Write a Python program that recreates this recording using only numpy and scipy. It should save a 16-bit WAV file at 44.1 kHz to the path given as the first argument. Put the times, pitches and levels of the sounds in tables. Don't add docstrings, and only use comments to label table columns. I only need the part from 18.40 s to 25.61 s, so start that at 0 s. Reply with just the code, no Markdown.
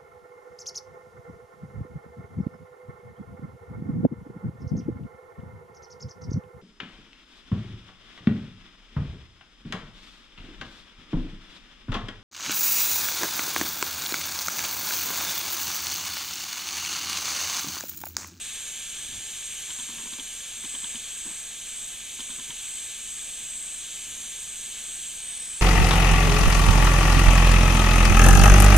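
import sys
import numpy as np
from scipy import signal
from scipy.fft import rfft, irfft, next_fast_len
from scipy.io import wavfile
from scipy.ndimage import uniform_filter1d, map_coordinates

SR = 44100
rng = np.random.default_rng(int(sys.argv[2]) if len(sys.argv) > 2 else 0)


def store_pcm(level_fs):
    pcm = np.round(np.clip(level_fs, -1, 1) * 32767).astype(np.int16)
    wavfile.write(sys.argv[1], SR, np.atleast_2d(pcm).T)


N = 317961

# f/Hz, level/dB
ROOM_COLOUR = [(15, -5.5), (28, -2.5), (42, -4.5), (60, -6), (85, -6), (150, -8), (270, -12), (400, -12.5),
               (700, -16.5), (2000, -41)]
THUD_COLOUR = [(20, -4), (60, 2.5), (120, -4), (200, -11), (320, -7), (500, -44)]
RUB_COLOUR = [(70, -25), (160, -4.5), (230, 3.5), (300, -3), (400, -10.5), (650, -16), (950, -9),
              (1600, -19), (4000, -40)]
# f/Hz, level/dB
HUM_TONES = [(29.5, -63), (59, -72.5), (226, -69.5)]
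# t/s, width/s, thud level/dB, rub level/dB
BUMPS = [(0.598, .06, -58, -72), (.748, 0.045, -49, -61), (1.59, 0.096, -74, -54.5),
         (2.87, 0.012, -64, -47.5), (2.908, .022, -68, -52), (5.76, 0.074, -61, -60)]
# t/s, relative click level/dB, relative thump level/dB
LENS_STEPS = [(1.3035, -26, -53.5), (1.3972, -28.5, -55), (1.497, -30.5, -50), (1.5953, -34, -54),
              (1.6685, -36, -53), (1.734, -28, -50), (1.796, -24.5, -46.5), (2.2485, -29, -46.5),
              (2.3495, -25, -52), (2.4418, -24, -50), (2.555, -26, -45), (3.8028, -25, -48),
              (3.903, -31, -48.5), (3.9958, -30, -51.5), (4.1046, -25, -51)]
# f/Hz, level/dB
CLICK_COLOUR = [(800, -24.5), (2400, -11), (2750, -18), (3050, 4.5), (3400, 3.5), (4000, -8.5),
                (5200, -14.5), (6500, -24), (12000, -45)]
DULL_TICK_COLOUR = [(200, -6), (520, -12), (700, -24), (880, -7), (990, -2), (1250, -10), (1500, -8.5),
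                    (2500, -10.5), (5000, -28)]
# f/Hz, relative level/dB, time to fade by 60 dB/s
BODY_TONES = [(246, 4, .075), (296, -2, 0.058)]

# t/s, burner level/dB, nozzle level/dB
GAS_FLOW = [(0, -41.5, -42.5), (.27, -42.5, -40), (.53, -43, -42), (1.27, -43, -40.5), (2.05, -44, -42),
            (2.4, -43.5, -42.5), (2.75, -44, -42), (3.7, -44.6, -42.5), (4.3, -43.5, -41.5),
            (5.4, -45.2, -43), (5.8, -43.5, -40.5), (6.05, -45.5, -41.5), (6.37, -43.5, -42),
            (6.75, -44.6, -41.5)]
# f/Hz, level/dB
RUSH_COLOUR = [(100, -16), (400, -5), (800, -5.5), (1400, -1), (2500, 0), (5000, 0.5), (5650, -0.5),
               (7000, -5), (9400, 2), (11400, -7.5), (13500, -4), (15000, -24)]
# f/Hz, width/Hz, relative level/dB
TUBE_BANDS = [(830, 134, -17), (1192, 150, -15), (1674, 237, -6.5), (2040, 170, -10), (2340, 280, -3),
              (2645, 260, -2.5), (3027, 230, 1.5), (3390, 365, 1), (3715, 274, -1.5), (4134, 380, -5),
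              (4540, 250, -11), (5210, 390, -12)]
NOZZLE_BANDS = [(6076, 276, -1.5), (6405, 590, -2.5), (6867, 570, 1), (9795, 450, -6), (10400, 590, -15),
                (12830, 790, -9)]
OPEN_AIR_BANDS = [(5700, 540, -11.5), (9050, 800, -0.5)]
SCATTER_BANDS = [(3780, 290, -1.5), (6660, 1900, 0), (8200, 1300, 1), (9800, 700, -7), (13000, 1600, -15)]
# t/s, aim (0 beside the part, 1 on it), boost of the air hitting the board/dB
AIM = [(0, 0, 0.5), (1.7, 0.046, 0), (2.1, .25, -1.5), (2.26, 1, 0), (3.7, 1, 0), (4.6, 1, 1.5),
       (5.62, 0.97, 1.2), (5.88, 0, 1), (6.08, 0.9, 1.8)]
# t/s, length/s, centre band swell/dB, side band swell/dB
SWEEPS = [(0.018, .35, 4.5, -5), (0.632, .2, 4.5, -5), (1.08, .25, 3, 1), (1.369, 0.33, 2.5, 4),
          (1.651, .2, 3, -0.5), (2.39, 0.51, 9, 5), (2.852, 0.53, 8, 3.5), (3.397, 0.34, 7, 4),
          (3.922, .32, 6, 0.5), (4.35, 0.43, 6, 4), (4.81, 0.41, 5, 3), (5.206, .48, 6.5, 4.5),
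          (5.56, .26, 2, 3), (6.18, .44, 4.3, -0.5), (6.61, .44, 5, 3), (7.17, .34, -1, 12)]
# f/Hz beside, on, clear, then starting level/dB beside, on, clear
CENTRE_BAND = (8370, 8070, 8340.5, -47, -47.5, -40)
LOWER_BAND = (7480, 7609.5, 7650, -44.5, -46.5, -58)
UPPER_BAND = (8660, 8700, 9030, -47.5, -46.5, -50)
# level/dB beside, on, clear
WHISTLE_LEVELS = (-1.6, -5, -5)
# delay/s, level/dB
ECHOES = [(.00325, -34), (.00385, -31), (.0046, -35), (.0059, -20), (.0067, -29.5), (0.0129, -31)]
# f/Hz, phase/rad
LEFT_LEAD = [(2200, 0), (3400, -.5), (5000, -.42), (6000, -.8), (8000, -1.12), (10600, -1.5), (13000, -1.9),
             (15000, -2.5)]

LIFT_AT_S, LIFT_TAKES_S = 6.74, 0.12
OPEN_AIR_RISE_S = 0.22


def amp(db):
    return 10 ** (np.asarray(db) / 20)


def unit(x):
    return x / np.sqrt(np.mean(np.abs(x) ** 2) + 1e-20)


def along(points, hz):
    freqs, values = np.transpose(points)
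    return np.interp(np.log(hz + 1), np.log(freqs + 1), values)


def curves(rows):
    times, *columns = np.transpose(rows)
    return [np.interp(np.arange(N) / SR, times, column) for column in columns]


def wobble(per_s):
    times = np.linspace(0, N / SR, num=2048)
    values = map_coordinates(rng.standard_normal(len(times)), [times * per_s], mode="wrap")
    return np.interp(np.arange(N) / SR, times, values)


def filtered(x, response):
    size = next_fast_len(N + SR // 2)
    return irfft(rfft(x, size) * response(np.fft.rfftfreq(size, 1 / SR)), size)[..., :N]


def noise(colour):
    return unit(filtered(rng.standard_normal(N), lambda hz: amp(along(colour, hz))))


def hump(offset_hz, width_hz):
    return 1 / np.sqrt(1 + (2 * offset_hz / width_hz) ** 4)


def fixed_hiss(bands):
    def gain(hz):
        return np.sqrt(sum((amp(db) * hump(hz - centre, width)) ** 2 for centre, width, db in bands))
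    return unit(filtered(rng.standard_normal(N), gain))


def moving_hiss(centre_hz, width_hz):
    a, b = filtered(rng.standard_normal((2, N)), lambda hz: hump(hz, width_hz))
    phase = 2 * np.pi * np.cumsum(centre_hz) / SR
    return unit(a * np.cos(phase) + b * np.sin(phase))


def burst(t, rise_s, fade_s):
    return np.where(t < 0, np.exp(-np.abs(t) / rise_s), amp(-60 * np.abs(t) / fade_s))


def patchy(x, depth_db):
    spectrum = signal.stft(x, nperseg=512)[2]
    patches = uniform_filter1d(rng.standard_normal(spectrum.shape), size=5, axis=0)
    patches = uniform_filter1d(patches, size=22, axis=1)
    return signal.istft(spectrum * amp(depth_db * unit(patches)), nperseg=512)[1][:N]


def lifted(takes_s):
    return np.clip((np.arange(N) / SR - LIFT_AT_S) / takes_s, 0, 1)


def aimed(beside, on, clear):
    on_part, _ = curves(AIM)
    near = beside + (on - beside) * on_part
    return near + (clear - near) * lifted(LIFT_TAKES_S)


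def sweep_swells():
    t = np.arange(N) / SR
    return sum(np.outer([centre_db, side_db], np.cos(np.pi * np.clip((t - at) / length, -0.5, 0.5)))
               for at, length, centre_db, side_db in SWEEPS)


def room():
    hum = np.zeros(N)
    for hz, db in HUM_TONES:
        wavering_hz = hz + 1.193 * wobble(per_s=5)
        hum += amp(db) * np.sqrt(2) * np.sin(2 * np.pi * np.cumsum(wavering_hz) / SR)
    return hum + amp(-59.5) * noise(ROOM_COLOUR)


def finger_bumps():
    t = np.arange(N) / SR
    thud, rub = noise(THUD_COLOUR), noise(RUB_COLOUR)
    return sum(np.exp(-0.5 * ((t - at) / width) ** 2) * (amp(thud_db) * thud + amp(rub_db) * rub)
               for at, width, thud_db, rub_db in BUMPS)


def lens_ticks():
    out = np.zeros(N)
    before = SR // 40
    t = np.arange(-before, SR // 8) / SR
    bright, dull = noise(CLICK_COLOUR), noise(DULL_TICK_COLOUR)
    for at, click_db, thump_db in LENS_STEPS:
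        span = round(at * SR) - before + np.arange(len(t))
        start = burst(t + 0.00955, rise_s=0.00087, fade_s=0.018)
        stop = burst(t - 0.003, rise_s=0.0028, fade_s=0.075)
        tick = amp(-57.5) * unit((start + 0.66 * stop) * dull[span])
        age = np.maximum(t + 0.00683, 0)
        detune = 1 + 0.041 * rng.standard_normal()
        ring = sum(amp(db - 60 * age / fade_s) * np.sin(2 * np.pi * hz * detune * age)
                   for hz, db, fade_s in BODY_TONES)
        thump = amp(thump_db - 11) * unit(ring * (1 - np.exp(-age / 0.0038)))
        snap = burst(t - 0.002, rise_s=0.0021, fade_s=0.022)
        click = amp(click_db - 23.3) * unit(snap * bright[span])
        out[span] += tick + thump + click
    return out


def scattered_hiss():
    hiss = amp(-54.5) * fixed_hiss(SCATTER_BANDS)
    return filtered(hiss, lambda hz: 1 / (1 + (2400 / (hz + 1)) ** 10))


def bench_echoes(x):
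    def response(hz):
        return 1 + sum(amp(db) * np.exp(-2j * np.pi * hz * delay) for delay, db in ECHOES)
    return filtered(x, response)


def burner():
    burner_db, _ = curves(GAS_FLOW)
    lift = lifted(OPEN_AIR_RISE_S)
    tube = amp(0.03 - 0.66 * lift) * fixed_hiss(TUBE_BANDS)
    rush = amp(-6 + 1.7 * lift) * noise(RUSH_COLOUR)
    return amp(burner_db + 0.46 * wobble(per_s=25)) * patchy(tube + rush, depth_db=0.84)


def air_on_board():
    on_part, boost_db = curves(AIM)
    swell_db, side_db = sweep_swells()
    sag_hz = 32 * swell_db * (1 - on_part)
    glide_hz = 850 * np.maximum(np.arange(N) / SR - LIFT_AT_S, 0)
    hand_shake_hz = 25.02 * wobble(per_s=9)
    centre_hz = aimed(*CENTRE_BAND[:3]) - sag_hz - glide_hz + hand_shake_hz
    centre_db = aimed(*CENTRE_BAND[3:]) + swell_db
    centre = amp(centre_db) * moving_hiss(centre_hz, width_hz=480)
    whistle_db = centre_db + aimed(*WHISTLE_LEVELS) + 1.1 * wobble(per_s=15)
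    whistle = amp(whistle_db) * moving_hiss(centre_hz + 75, width_hz=100)
    lower_db = aimed(*LOWER_BAND[3:]) + side_db
    lower = amp(lower_db) * moving_hiss(aimed(*LOWER_BAND[:3]), width_hz=410)
    upper_db = aimed(*UPPER_BAND[3:]) + 0.48 * side_db
    upper = amp(upper_db) * moving_hiss(aimed(*UPPER_BAND[:3]), width_hz=400)
    unsteady_flow_db = 0.3 * wobble(per_s=22)
    return amp(boost_db + unsteady_flow_db) * (centre + whistle + lower + upper)


def jet():
    _, nozzle_db = curves(GAS_FLOW)
    nozzle = amp(nozzle_db - 4 * lifted(LIFT_TAKES_S)) * fixed_hiss(NOZZLE_BANDS)
    open_air = lifted(OPEN_AIR_RISE_S) * amp(-45.5) * fixed_hiss(OPEN_AIR_BANDS)
    return amp(0.31 * wobble(per_s=40)) * (nozzle + air_on_board() + open_air)


def scene():
    direct = room() + finger_bumps() + lens_ticks() + bench_echoes(burner() + jet())
    stereo = filtered(direct, lambda hz: np.exp(0.5j * np.outer([1, -1], along(LEFT_LEAD, hz))))
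    return stereo + np.outer([1, -1], scattered_hiss())


def record(dry):
    return filtered(dry, lambda hz: hz < 14900)


dry = scene()
out = record(dry)
store_pcm(out)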